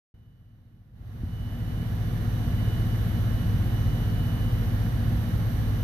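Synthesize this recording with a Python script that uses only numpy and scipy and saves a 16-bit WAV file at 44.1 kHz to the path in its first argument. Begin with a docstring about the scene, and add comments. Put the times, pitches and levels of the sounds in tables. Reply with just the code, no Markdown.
"""After 0.14 s of silence, a faint machinery drone that swells to full level by about 3 s, one dull bump on the way.
A ship's diesel generator at 900 rpm, heard through the bulkheads of the switchboard room: tones at
multiples of shaft speed throb with the mains hum. Fans and pumps add tones at their own speeds,
the ducts shaped noise, the motor drive a wavering whine with partials and hiss."""
import sys
import numpy as np
from scipy import signal
from scipy.fft import rfft, irfft
from scipy.io import wavfile

SR = 44100
rng = np.random.default_rng(int(sys.argv[2]) if len(sys.argv) > 2 else 0)


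def wav_record(signal):
    """Record a signal, one row per channel, as 16-bit PCM in the file named by sys.argv[1]."""
    frames = np.transpose(np.atleast_2d(signal))
    bounded = np.clip(frames, -1, 1)
    # unit amplitude maps onto the largest positive 16-bit level
    quanta = np.round(bounded * 32767).astype(np.int16)
    wavfile.write(sys.argv[1], SR, quanta)


N = 257103
TIME_S = np.arange(N) / SR
FREQS_HZ = np.maximum(np.fft.rfftfreq(N, 1 / SR), 1)

# Machine levels are those ahead of the swell; left-right is positive to the left.
# duct air: (frequency [Hz], density [dB per Hz])
AIR_SPECTRUM = [(100, -93), (450, -73), (580, -76), (720, -72.5), (900, -77.5), (1800, -77), (2550, -87),
                (3300, -86.5), (3900, -85), (5200, -94), (7400, -101), (9500, -100), (12300, -89.5),
                (14400, -99.5)]
# hull rumble: (frequency [Hz], density [dB per Hz])
RUMBLE_SPECTRUM = [(18, -87), (28, -84), (50, -50.5), (88, -48.5), (100, -55), (135, -51.5), (175, -54),
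                   (240, -60.5), (268, -69.5), (330, -66.5), (385, -76.5), (470, -70.5), (560, -80.5),
                   (1500, -110)]
# placement of noise: (frequency [Hz], left-right [dB])
NOISE_BALANCE = [(200, 0), (720, -0.5), (900, -3.5), (1400, -5), (2000, -9), (2800, -4), (3900, -3.5),
                 (5200, -4.5), (7400, -2), (8600, -8), (10500, -0.5), (12500, -6), (14300, 0)]
# correlation of the two sides, diffuse above the bass: (frequency [Hz], likeness [-1 to 1])
SIDE_LIKENESS = [(40, 0.9), (110, 0.94), (230, 0.95), (290, 0.59), (480, 0.82), (760, 0.25), (1100, -0.014),
                 (1900, 0.059), (4000, 0.022), (14000, 0.14)]
# fans and pumps on induction motors: (frequency [Hz], level [dB], left-right [dB])
MOTOR_TONES = [(28.1, -47, 0), (54.4, -43, -1), (85.3, -40, 1), (101.7, -42, 2), (140.8, -49, 0),
               (231.3, -49, 0), (232.4, -44.5, 0), (281.1, -47.5, -2), (329, -59, -5), (511.4, -58, 0),
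               (1694.4, -60.5, -19), (1777.8, -67, -22), (3501, -75, -8), (3755, -76, -6)]
# switchboard hum and buzz: (multiple of mains [1], level [dB], left-right [dB])
MAINS_HUM = [(1, -39, -7), (4, -44, -2.5), (6, -71, -1), (10, -66.5, -1), (12, -63, -1), (18, -62.5, -9),
             (22, -78, 9), (24, -68, -4), (26, -69.5, -13)]
# upper partials and sidebands of the drive, near the panel: (frequency [Hz], level [dB], left-right [dB])
WHINE_PARTIALS = [(5873, -74, -1), (5916, -67, -17), (8832, -77, -7), (8877, -83, -13), (11389, -73, -3),
                  (11749, -69, -11), (11868, -63, -6), (12481, -79, -18), (13674, -75, -7)]
# hiss skirts, ahead of the comb: (multiple of switching rate [1], half-amplitude width [Hz], peak [dB per Hz])
SWITCHING_SKIRTS = [(1, 185, -87.5), (2, 820, -94.5), (3, 810, -99.5), (4, 720, -88.5)]
# main whine tone, apart from the swell: (time [s], level [dB])
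WHINE_LEVEL_CURVE = [(.3, -50.5), (1.03, -61), (1.5, -51.5), (2.15, -58.5), (2.75, -51), (3.05, -56),
                     (4.4, -52), (4.85, -58)]
# bump resonances, ahead of its band filter: (frequency [Hz], level re BUMP_DB [dB], t60 [s])
BUMP_RINGS = [(93, 3, 0.14), (151, -2, 0.034), (228, 1, 0.0296)]
# engine orders in the steelwork: (multiple of shaft speed [1], level [dB])
ENGINE_ORDERS = [(3, -33), (5.5, -48.5), (7.5, -45), (11, -47.5), (15, -54)]
# main drone: (multiple of shaft speed [1], level [dB])
DRONE_ORDERS = [(5, -51), (6, -44), (7, -28.7), (8, -33.6)]

SHAFT_HZ = 14.997
MAINS_HZ = 4 * SHAFT_HZ  # eight-pole alternator: four mains cycles per turn
THROB_S = 3.008  # one moment when the drone's tones crest together
SWITCHING_HZ, DRIVE_OUTPUT_HZ = 2958.4, 45.0
# upper partials are beamed and grow as the listener nears the panel
APPROACH_START_S, APPROACH_END_S = 1.8, 2.3
FAR_DB, NEAR_DB = -3.8, 0
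BUMP_S, BUMP_DB = 1.234, -24
BASS_START_S, BASS_RISE_S = 0.89, 2.2
TREBLE_START_S, TREBLE_RISE_S = 0.93, 2.08
BASS_FAINT_DB, BASS_FULL_DB = -27.8, -0.15
TREBLE_FAINT_DB, TREBLE_FULL_DB = -30, -0.9
START_S, OPENING_S = 0.14, 0.0021
CUTOFF_HZ = 14450


def from_db(db):
    """Decibels to amplitude gain."""
    return 10 ** (np.asarray(db) / 20)


def at_hz(points, hz):
    """Table read on a log-frequency axis."""
    table_hz, value = np.transpose(points)
    return np.interp(np.log(hz), np.log(table_hz), value)


def drift(rate_hz):
    """Slow random signal of zero mean and unit spread: two-pole low-passed noise."""
    step, settle = 100, 2000  # drawn every 100 samples; filter start-up dropped
    pole = np.exp(-2 * np.pi * rate_hz * step / SR)
    noise = rng.standard_normal(N // step + settle + 2)
    slow = signal.lfilter([1], [1, -2 * pole, pole ** 2], noise)[settle:]
    slow = (slow - slow.mean()) / slow.std()
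    return np.interp(np.arange(N) / step, np.arange(len(slow)), slow)


def pan(balance_db):
    """Left and right gains that keep the mean power."""
    gains = from_db(np.array([[1], [-1]]) * balance_db / 2)
    return gains / np.sqrt(np.mean(gains ** 2, axis=0))


def room_noise(density_db, ripple_db):
    """Shaped stereo noise, rippled by room modes above 300 Hz, its sides correlated by frequency."""
    mid, side = rfft(rng.standard_normal((2, N)))
    alike = at_hz(SIDE_LIKENESS, FREQS_HZ)
    pair = np.sqrt(1 + alike) * mid + np.sqrt(1 - alike) * side * [[1], [-1]]
    knots_hz = np.arange(300, SR / 2, 14)
    ripple = ripple_db * np.interp(FREQS_HZ, knots_hz, rng.standard_normal(len(knots_hz)), left=0)
    gain = pan(at_hz(NOISE_BALANCE, FREQS_HZ)) * from_db(density_db + ripple)
    return irfft(pair * gain * np.sqrt(SR) / 2, N)


def room_tone(hz, level_db, balance_db, scatter, rate_hz, crest_s=None):
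    """Steady tone plus drifting reflections; short waves reach the two sides out of step."""
    alike = at_hz(SIDE_LIKENESS, hz)
    mid = drift(rate_hz) + 1j * drift(rate_hz)
    side = drift(rate_hz) + 1j * drift(rate_hz)
    pair = np.sqrt((1 + alike) / 2) * mid + np.sqrt((1 - alike) / 2) * side * [[1], [-1]]
    reflections = scatter * pair
    side_phase = np.exp(0.5j * np.arccos(alike) * np.array([[1], [-1]]))
    origin_s = rng.random() if crest_s is None else crest_s
    wave = np.exp(2j * np.pi * hz * (TIME_S - origin_s))
    # level_db is RMS, reflections included
    gain = from_db(level_db) * pan(balance_db) * np.sqrt(2 / (1 + 2 * scatter ** 2))
    return gain * np.real((1 + reflections) * side_phase * wave)


def ventilation():
    """Air rushing from the ducts: broadband noise, almost steady."""
    return room_noise(at_hz(AIR_SPECTRUM, FREQS_HZ), ripple_db=1.15) * from_db(0.092 * drift(8.9))


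def motors():
    """Fans and pumps each turn at a speed of their own, giving fixed tones."""
    return sum(room_tone(hz, db, side_db, scatter=0.27, rate_hz=1.22)
               for hz, db, side_db in MOTOR_TONES)


def switchboard():
    """Iron cores hum at multiples of the mains rate."""
    return sum(room_tone(multiple * MAINS_HZ, db, side_db, scatter=0.19, rate_hz=0.89)
               for multiple, db, side_db in MAINS_HUM)


def electronics():
    """Motor drive: shimmering upper partials, and hiss skirts round multiples of the switching rate."""
    partials = sum(room_tone(hz, db, side_db, scatter=0.33, rate_hz=5.5)
                   for hz, db, side_db in WHINE_PARTIALS)
    nearness_db = np.interp(TIME_S, [APPROACH_START_S, APPROACH_END_S], [FAR_DB, NEAR_DB])
    skirts = 0
    for multiple, width_hz, db in SWITCHING_SKIRTS:
        offset_hz = FREQS_HZ - multiple * SWITCHING_HZ
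        # the drive's output frequency combs each skirt into faint sidebands
        comb = 1 + 1.1 * abs(np.cos(np.pi * offset_hz / DRIVE_OUTPUT_HZ)) ** 20
        skirts = skirts + comb * from_db(db) / (1 + (2 * offset_hz / width_hz) ** 2)
    hiss = room_noise(20 * np.log10(skirts), ripple_db=1.5)
    return partials * from_db(nearness_db) + hiss


def whine():
    """The drive's clean tone at its switching rate, waxing and waning slowly."""
    level_db = np.interp(TIME_S, *np.transpose(WHINE_LEVEL_CURVE))
    return room_tone(SWITCHING_HZ, level_db, balance_db=-3.5, scatter=0.096, rate_hz=2.8)


def bump():
    """A soft knock rings a few low, well-damped modes, then band-limited."""
    age_s = np.maximum(TIME_S - BUMP_S, 0)
    rings = 0
    for hz, db, t60_s in BUMP_RINGS:
        envelope = from_db(BUMP_DB + db - 60 * age_s / t60_s)
        rings = rings - envelope * np.sin(2 * np.pi * hz * age_s)
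    band = signal.butter(2, [45, 270], "band", fs=SR, output="sos")
    return signal.sosfilt(band, rings)


def diesel():
    """A four-stroke gives whole and half orders over the wavering rumble of the hull."""
    orders = sum(room_tone(order * SHAFT_HZ, db, 0, scatter=0.12, rate_hz=1.6)
                 for order, db in ENGINE_ORDERS)
    rumble = room_noise(at_hz(RUMBLE_SPECTRUM, FREQS_HZ), ripple_db=1.0)
    return orders + rumble * from_db(0.63 * drift(6.2))


def drone():
    """Neighbouring orders, with alternator hum on the eighth, sum to one throb per shaft turn."""
    return sum(room_tone(order * SHAFT_HZ, db, 0, scatter=0.027, rate_hz=0.7, crest_s=THROB_S)
               for order, db in DRONE_ORDERS)


def fade_in(faint_db, full_db, start_s, rise_s):
    """Gain: faint hold, quarter-sine rise, full hold."""
    risen = np.sin(np.pi / 2 * np.clip((TIME_S - start_s) / rise_s, 0, 1))
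    return (1 - risen) * from_db(faint_db) + risen * from_db(full_db)


def swell(x, bass_hz):
    """Bass and treble rise on separate curves, the bass starting first."""
    bass = irfft(rfft(x) / (1 + (FREQS_HZ / bass_hz) ** 4), N)
    treble = x - bass
    bass_gain = fade_in(BASS_FAINT_DB, BASS_FULL_DB, BASS_START_S, BASS_RISE_S)
    treble_gain = fade_in(TREBLE_FAINT_DB, TREBLE_FULL_DB, TREBLE_START_S, TREBLE_RISE_S)
    return bass * bass_gain + treble * treble_gain


def scene():
    """All machines run throughout and swell in; the bump stands outside the swell."""
    background = ventilation() + motors() + switchboard() + electronics() + whine()
    machinery = background + diesel() + drone()
    return swell(machinery, bass_hz=330) + bump()


def record(dry):
    """Sound sets in after a moment of silence; a steep low-pass cuts the top."""
    opened = np.clip((TIME_S - START_S) / OPENING_S, 0, 1)
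    low_pass = signal.ellip(10, 0.1, 90, CUTOFF_HZ, fs=SR, output="sos")
    return signal.sosfilt(low_pass, dry * opened)


dry = scene()
out = record(dry)
wav_record(out)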